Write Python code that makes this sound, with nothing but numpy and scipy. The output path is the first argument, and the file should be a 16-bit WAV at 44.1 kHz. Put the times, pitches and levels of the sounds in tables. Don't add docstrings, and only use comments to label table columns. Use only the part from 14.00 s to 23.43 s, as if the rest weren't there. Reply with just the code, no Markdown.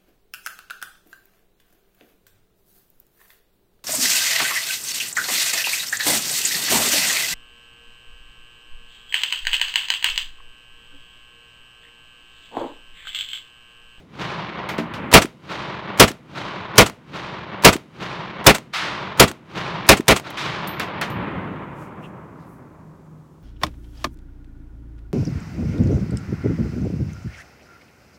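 import sys
import numpy as np
from scipy import signal
from scipy.fft import rfft, irfft, next_fast_len
from scipy.io import wavfile
from scipy.ndimage import uniform_filter1d

SR = 44100
rng = np.random.default_rng(int(sys.argv[2]) if len(sys.argv) > 2 else 0)


def digitize_waveform(pressure):
    field = np.atleast_2d(pressure).T
    bounded = np.clip(field, -1, 1)
    quanta = np.round(bounded * 32767).astype(np.int16)
    wavfile.write(sys.argv[1], SR, quanta)


N = 415863
LEAD = int(1.2 * SR)
TIME = np.arange(-LEAD, N) / SR

# t/s, blast/dB, tree echo/dB, hammer/dB, slap/dB, bullet thump/dB
SHOTS = [(-1.1, 0, -9, -20, 0, -10), (-.163, -2, 1.5, -20, 0, -10), (1.139, 2, 1.5, -13, 13, 17),
         (1.9985, 0, 0, -17, 9.5, 9), (2.781, 0, -1.5, -17, 9.5, 2), (3.648, 1.5, 0, -13, 12.5, 17),
         (4.4665, 0, 0, -18, 12.5, -4), (5.198, -2, 2.5, -19, 6, 6), (5.89, -1, 2, -15, 6, 20),
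         (6.0815, -0.5, 1, -12, 12, -6)]
# f/Hz, density/dB
METAL_COLOUR = [(100, -10), (400, -2), (1100, 0), (2500, -4), (5000, -11), (9000, -16), (16000, -22)]


def from_db(db):
    return 10 ** (np.asarray(db) / 20)


def rms_one(x):
    return x / np.sqrt(np.mean(x ** 2) + 1e-20)


def span(seconds):
    return np.arange(int(seconds * SR)) / SR


def add(track, start_s, sound):
    at = LEAD + round(start_s * SR)
    track[at:at + len(sound)] += sound[:len(track) - at]


def swell(t, peak_s, rise_db_per_s, fall_db_per_s, db=0, hold_s=0):
    rise_db = rise_db_per_s * np.maximum(peak_s - t, 0)
    fall_db = fall_db_per_s * np.maximum(t - peak_s - hold_s, 0)
    return from_db(db - rise_db - fall_db)


def together(*gains):
    return np.sqrt(sum(gain ** 2 for gain in gains))


def noise(colour, size, count=1):
    hz, db = np.transpose(colour)
    n = next_fast_len(size, True)
    bins_hz = np.maximum(np.arange(n // 2 + 1) * SR / n, 1)
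    gain = from_db(np.interp(np.log(bins_hz), np.log(hz), db))
    gain = gain * np.minimum(bins_hz / hz[0], 1)
    spectrum = rfft(rng.standard_normal((count, n))) * gain
    return rms_one(np.squeeze(irfft(spectrum, n)[:, :size]))


def burst(colour, t60_s):
    t = span(.45)
    return noise(colour, len(t)) * from_db(-60 * t / t60_s)


def ring(modes):
    t = span(.45)
    out = 0
    for k, (hz, db, t60_s) in enumerate(modes):
        decay = from_db(db + rng.normal(0, 1) - 60 * t / t60_s)
        out = out + (-1) ** k * decay * np.sin(2 * np.pi * hz * t)
    return out


def through_air(x, travel_s, loss_db_per_s, power):
    n = next_fast_len(len(travel_s), True)
    spectrum = rfft(x, n)
    octave = np.log2(np.maximum(np.arange(n // 2 + 1) * SR / n, 1) / 1000)
    centres = np.array([-2, 0, 1, 1.5, 2, 2.5, 3, 4])
    out = 0
    for centre, pick in zip(centres, np.eye(len(centres))):
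        weight = np.interp(octave, centres, pick)
        band = irfft(spectrum * weight, n)[..., :len(travel_s)]
        loss_db = loss_db_per_s * 2 ** (centre * power) * np.maximum(travel_s, 0)
        out = out + band * from_db(-loss_db)
    return out


def repeats(paths):
    blend = rng.standard_normal((len(SHOTS), len(paths) - 1))
    blend /= np.linalg.norm(blend, axis=1, keepdims=True)
    return [.8 * paths[0] + .6 * (weights[:, None] * paths[1:]).sum(axis=0) for weights in blend]


def rifle(hammer_hz, trigger_db, gas_db, crack_db, rebound_db, rebound_s):
    # f/Hz, density/dB
    scatter_colour = [(30, -10), (60, 1), (150, -.5), (210, -4), (340, 1), (680, -1), (900, -6), (1250, -4),
                      (1600, -10), (2100, -7), (3300, -11), (5000, -19), (8000, -25), (16000, -36)]
    # f/Hz, density/dB
    crack_colour = [(60, -14), (300, -4), (900, 0), (3000, 0), (6000, -2), (9000, -7), (16000, -13)]
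    out, t = np.zeros(len(TIME)), span(.45)
    peak_s, rise_db_per_s = .012, 750
    blast = swell(t, peak_s, rise_db_per_s, fall_db_per_s=900, db=21.5, hold_s=.031)
    near_grass = swell(t, peak_s, rise_db_per_s, fall_db_per_s=255, db=16)
    far_grass = swell(t, peak_s, rise_db_per_s, fall_db_per_s=20, db=-30.5)
    scatter = together(blast, near_grass, far_grass)
    grounds = repeats(noise(scatter_colour, len(t), count=6) * scatter)
    for (s, blast_db, _, hammer_db, _, _), ground in zip(SHOTS, grounds):
        add(out, s - .024, from_db(trigger_db) * burst(METAL_COLOUR, t60_s=.11))
        hammer = burst(METAL_COLOUR, t60_s=.06) + from_db(6) * ring([(hammer_hz, 0, .03)])
        add(out, s - .011, from_db(hammer_db) * hammer)
        add(out, s - .0025, from_db(gas_db) * burst(METAL_COLOUR, t60_s=.05))
        crack = from_db(crack_db) * burst(crack_colour, t60_s=.065)
        add(out, s, crack + from_db(blast_db) * ground)
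        add(out, s + rebound_s, from_db(rebound_db) * burst(crack_colour, t60_s=.045))
    return out


def downrange(slap_s, slap_rise_db_per_s, slap_fall_db_per_s, thump_s, thump_hz, thump_width_s,
              reflection_s, reflection_db):
    # f/Hz, density/dB
    slap_colour = [(100, -6), (1200, 0), (3000, -4), (5000, -11), (8000, -7), (10000, -17), (16000, -23)]
    out, t = np.zeros(len(TIME)), span(.2)
    since_s = t - thump_s
    thump = np.cos(2 * np.pi * thump_hz * since_s) * np.exp(-(since_s / thump_width_s) ** 2)
    for s, _, _, _, slap_db, thump_db in SHOTS:
        level = swell(t, slap_s, slap_rise_db_per_s, slap_fall_db_per_s, slap_db)
        slap = noise(slap_colour, len(t)) * level
        add(out, s, slap + from_db(thump_db) * thump)
        add(out, s + reflection_s, from_db(reflection_db) * burst(METAL_COLOUR, t60_s=.016))
    return out


def rumble():
    # f/Hz, density/dB
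    boom_colour = [(30, -30), (70, -8), (150, 0), (250, -1), (420, -10), (900, -30), (3000, -70)]
    out, t = np.zeros(len(TIME)), span(3.5)
    muzzle = swell(t, .043, rise_db_per_s=750, fall_db_per_s=305, db=9)
    roll = swell(t, .043, rise_db_per_s=750, fall_db_per_s=48, db=-15.5)
    edge = swell(t, .34, rise_db_per_s=170, fall_db_per_s=130, db=-19)
    far_ground = swell(t, 1.29, rise_db_per_s=34, fall_db_per_s=42, db=-31.5)
    horizon = swell(t, 1.29, rise_db_per_s=34, fall_db_per_s=6.5, db=-42)
    level = together(muzzle, roll, edge, far_ground, horizon)
    for (s, *_), boom in zip(SHOTS, repeats(noise(boom_colour, len(t), count=3) * level)):
        add(out, s, boom)
    return out


def wood(clump_db, grain_db):
    # f/Hz, density/dB
    wood_colour = [(18, -55), (30, -25), (124, -1), (199, -1), (266, -15), (303, -2), (486, -9), (526, -6),
                   (760, -8), (1010, -3), (1810, -11), (2010, -10), (3770, -15), (6380, -30), (16000, -63)]
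    # t after shot/s, level/dB
    stands = [(.378, -9), (.455, -14), (.74, -20.5)]
    out, t = np.zeros(len(TIME)), span(3.5)
    clumps = rms_one(uniform_filter1d(rng.standard_normal(len(t)), size=700))
    grains = rms_one(uniform_filter1d(rng.standard_normal(len(t)), size=60))
    edge = [swell(t, s, rise_db_per_s=265, fall_db_per_s=52, db=db) for s, db in stands]
    depths = swell(t, .37, rise_db_per_s=120, fall_db_per_s=10.4, db=-24.5)
    roll = together(depths, *edge) * from_db(clump_db * clumps + grain_db * grains)
    crowns = noise(wood_colour, len(t), count=3) * roll
    crowns = through_air(crowns, t - .39, loss_db_per_s=1.9, power=1.68)
    for (s, _, echo_db, _, _, _), echo in zip(SHOTS, repeats(crowns)):
        add(out, s, from_db(echo_db) * echo)
    return out


def far_trees():
    # f/Hz, density/dB
    wash_colour = [(500, -28), (1300, -5), (2000, 0), (3000, -3), (6000, -18)]
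    out, t = np.zeros(len(TIME)), span(3)
    level = swell(t, 1.2, rise_db_per_s=17, fall_db_per_s=26, db=-35.5)
    wash = noise(wash_colour, len(t), count=3) * level
    wash = through_air(wash, t - .39, loss_db_per_s=1.0, power=2.35)
    for (s, _, echo_db, _, _, _), echo in zip(SHOTS, repeats(wash)):
        add(out, s, from_db(echo_db) * echo)
    return out


def stray_bullet():
    # t of arrival/s, level/dB
    strays = [(4.726, 0), (6.362, -4.5)]
    # f/Hz, density/dB
    stray_colour = [(300, -25), (700, -10), (1100, 0), (2000, -3), (3500, -5), (5000, -12), (8000, -25),
                    (15000, -38)]
    out, t = np.zeros(len(TIME)), span(.8)
    for s, db in strays:
        level = swell(t, .012, rise_db_per_s=2900, fall_db_per_s=80, db=db, hold_s=.04)
        crack = noise(stray_colour, len(t)) * level
        add(out, s, through_air(crack, t - .03, loss_db_per_s=2.0, power=1.6))
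    return out


def cases():
    # t/s, tick/dB, ring/dB, clack/dB, board thud/dB
    landings = [(.689, -40, -41, -17, -33), (.782, -41, -54, -20, -15.5), (.938, -60, -60, -27, -50),
                (6.3037, -12, -44, -28, -50), (6.6739, -17, -21, -45, -50), (6.7971, -20, -39, -9, -40),
                (7.013, -26, -48, -14, -40), (7.101, -42, -49, -37, -50)]
    # f/Hz, level/dB, t60/s
    brass = [(9157, -11, .17), (12260, -12, .25), (12450, -5, .2), (14280, -5, .16), (14350, 0, .2),
             (14420, -8, .17)]
    # f/Hz, level/dB, t60/s
    board = [(172, -1, .28), (231, -3, .3), (300, -3, .25), (385, -4, .2), (470, -5, .12), (560, -8, .1),
             (651, -8, .13), (894, -12, .1)]
    # f/Hz, density/dB
    tick_colour = [(2000, -20), (6000, -6), (8000, 0), (15000, -2)]
    # f/Hz, density/dB
    clack_colour = [(150, -10), (1100, 0), (2500, -3), (4500, -12), (8000, -26), (16000, -38)]
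    rattle_s, rattle_loss_db = .014, 4.5
    out = np.zeros(len(TIME))
    for s, tick_db, ring_db, clack_db, thud_db in landings:
        add(out, s, from_db(tick_db) * burst(tick_colour, t60_s=.03))
        add(out, s, from_db(clack_db) * burst(clack_colour, t60_s=.17))
        add(out, s, from_db(ring_db) * ring(brass))
        for k in range(4):
            knock_s = s + k * rattle_s * rng.uniform(.8, 1.2)
            add(out, knock_s, from_db(thud_db - k * rattle_loss_db) * ring(board))
    return out


def rustles():
    # t/s, level/dB, half length/s, centre f/Hz, fall per octave/dB
    swishes = [(7.82, -60, .06, 7000, 5), (8.05, -45, .018, 2700, 50), (8.05, -64, .04, 7000, 8),
               (8.42, -68, .05, 4000, 12), (8.52, -66, .07, 11000, 8)]
    out, t = np.zeros(len(TIME)), span(.5) - .25
    for s, db, half_s, hz, fall_db in swishes:
        colour = [(hz / 2, -fall_db), (hz, 0), (hz * 2, -fall_db), (hz * 10, -2 * fall_db)]
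        swish = noise(colour, len(t)) * np.exp(-(t / half_s) ** 2)
        add(out, s + t[0], from_db(db) * swish)
    return out


def field(air_db, hum_hz, hum_db):
    # f/Hz, density/dB
    air_colour = [(20, -8), (60, 0), (150, -3), (400, -14), (1000, -23), (2000, -32), (4500, -37),
                  (7000, -36), (10000, -42), (16000, -44)]
    hum = noise([(hum_hz * .9, -70), (hum_hz, 0), (hum_hz * 1.1, -70)], len(TIME))
    return from_db(air_db) * noise(air_colour, len(TIME)) + from_db(hum_db) * hum


def gain_control(x, threshold_db, depth_db, attack_s, release_db_per_s):
    power = uniform_filter1d(x ** 2, size=88, origin=43)
    level_db = 10 * np.log10(np.maximum(power, 1e-12))
    excess_db = np.clip(level_db - threshold_db, 0, depth_db)
    release_db = release_db_per_s * TIME
    held_db = np.maximum.accumulate(excess_db + release_db) - release_db
    r = np.exp(-1 / (attack_s * SR))
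    return x * from_db(-signal.lfilter([1 - r], [1, -r], held_db))


def scene():
    shots = rifle(hammer_hz=950, trigger_db=-22, gas_db=-2.5, crack_db=23, rebound_db=15, rebound_s=.027)
    target = downrange(slap_s=.083, slap_rise_db_per_s=2600, slap_fall_db_per_s=800,
                       thump_s=.1105, thump_hz=300, thump_width_s=.0023,
                       reflection_s=.1165, reflection_db=4)
    echoes = rumble() + wood(clump_db=1.3, grain_db=1.6) + far_trees() + stray_bullet()
    background = field(air_db=-54, hum_hz=156, hum_db=-49)
    air = shots + target + echoes + cases() + rustles() + background
    heard = signal.sosfilt(signal.butter(2, 40, "high", fs=SR, output="sos"), air)
    levelled = gain_control(heard, threshold_db=-16, depth_db=30, attack_s=.0145, release_db_per_s=29)
    return levelled[None, LEAD:]


def record(dry):
    clipped = np.clip(dry, -.95, .95)
    lowpass = signal.ellip(10, .1, 70, 16000, fs=SR, output="sos")
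    return np.clip(signal.sosfilt(lowpass, clipped), -1.2, 1.2)


dry = scene()
out = record(dry)
digitize_waveform(out)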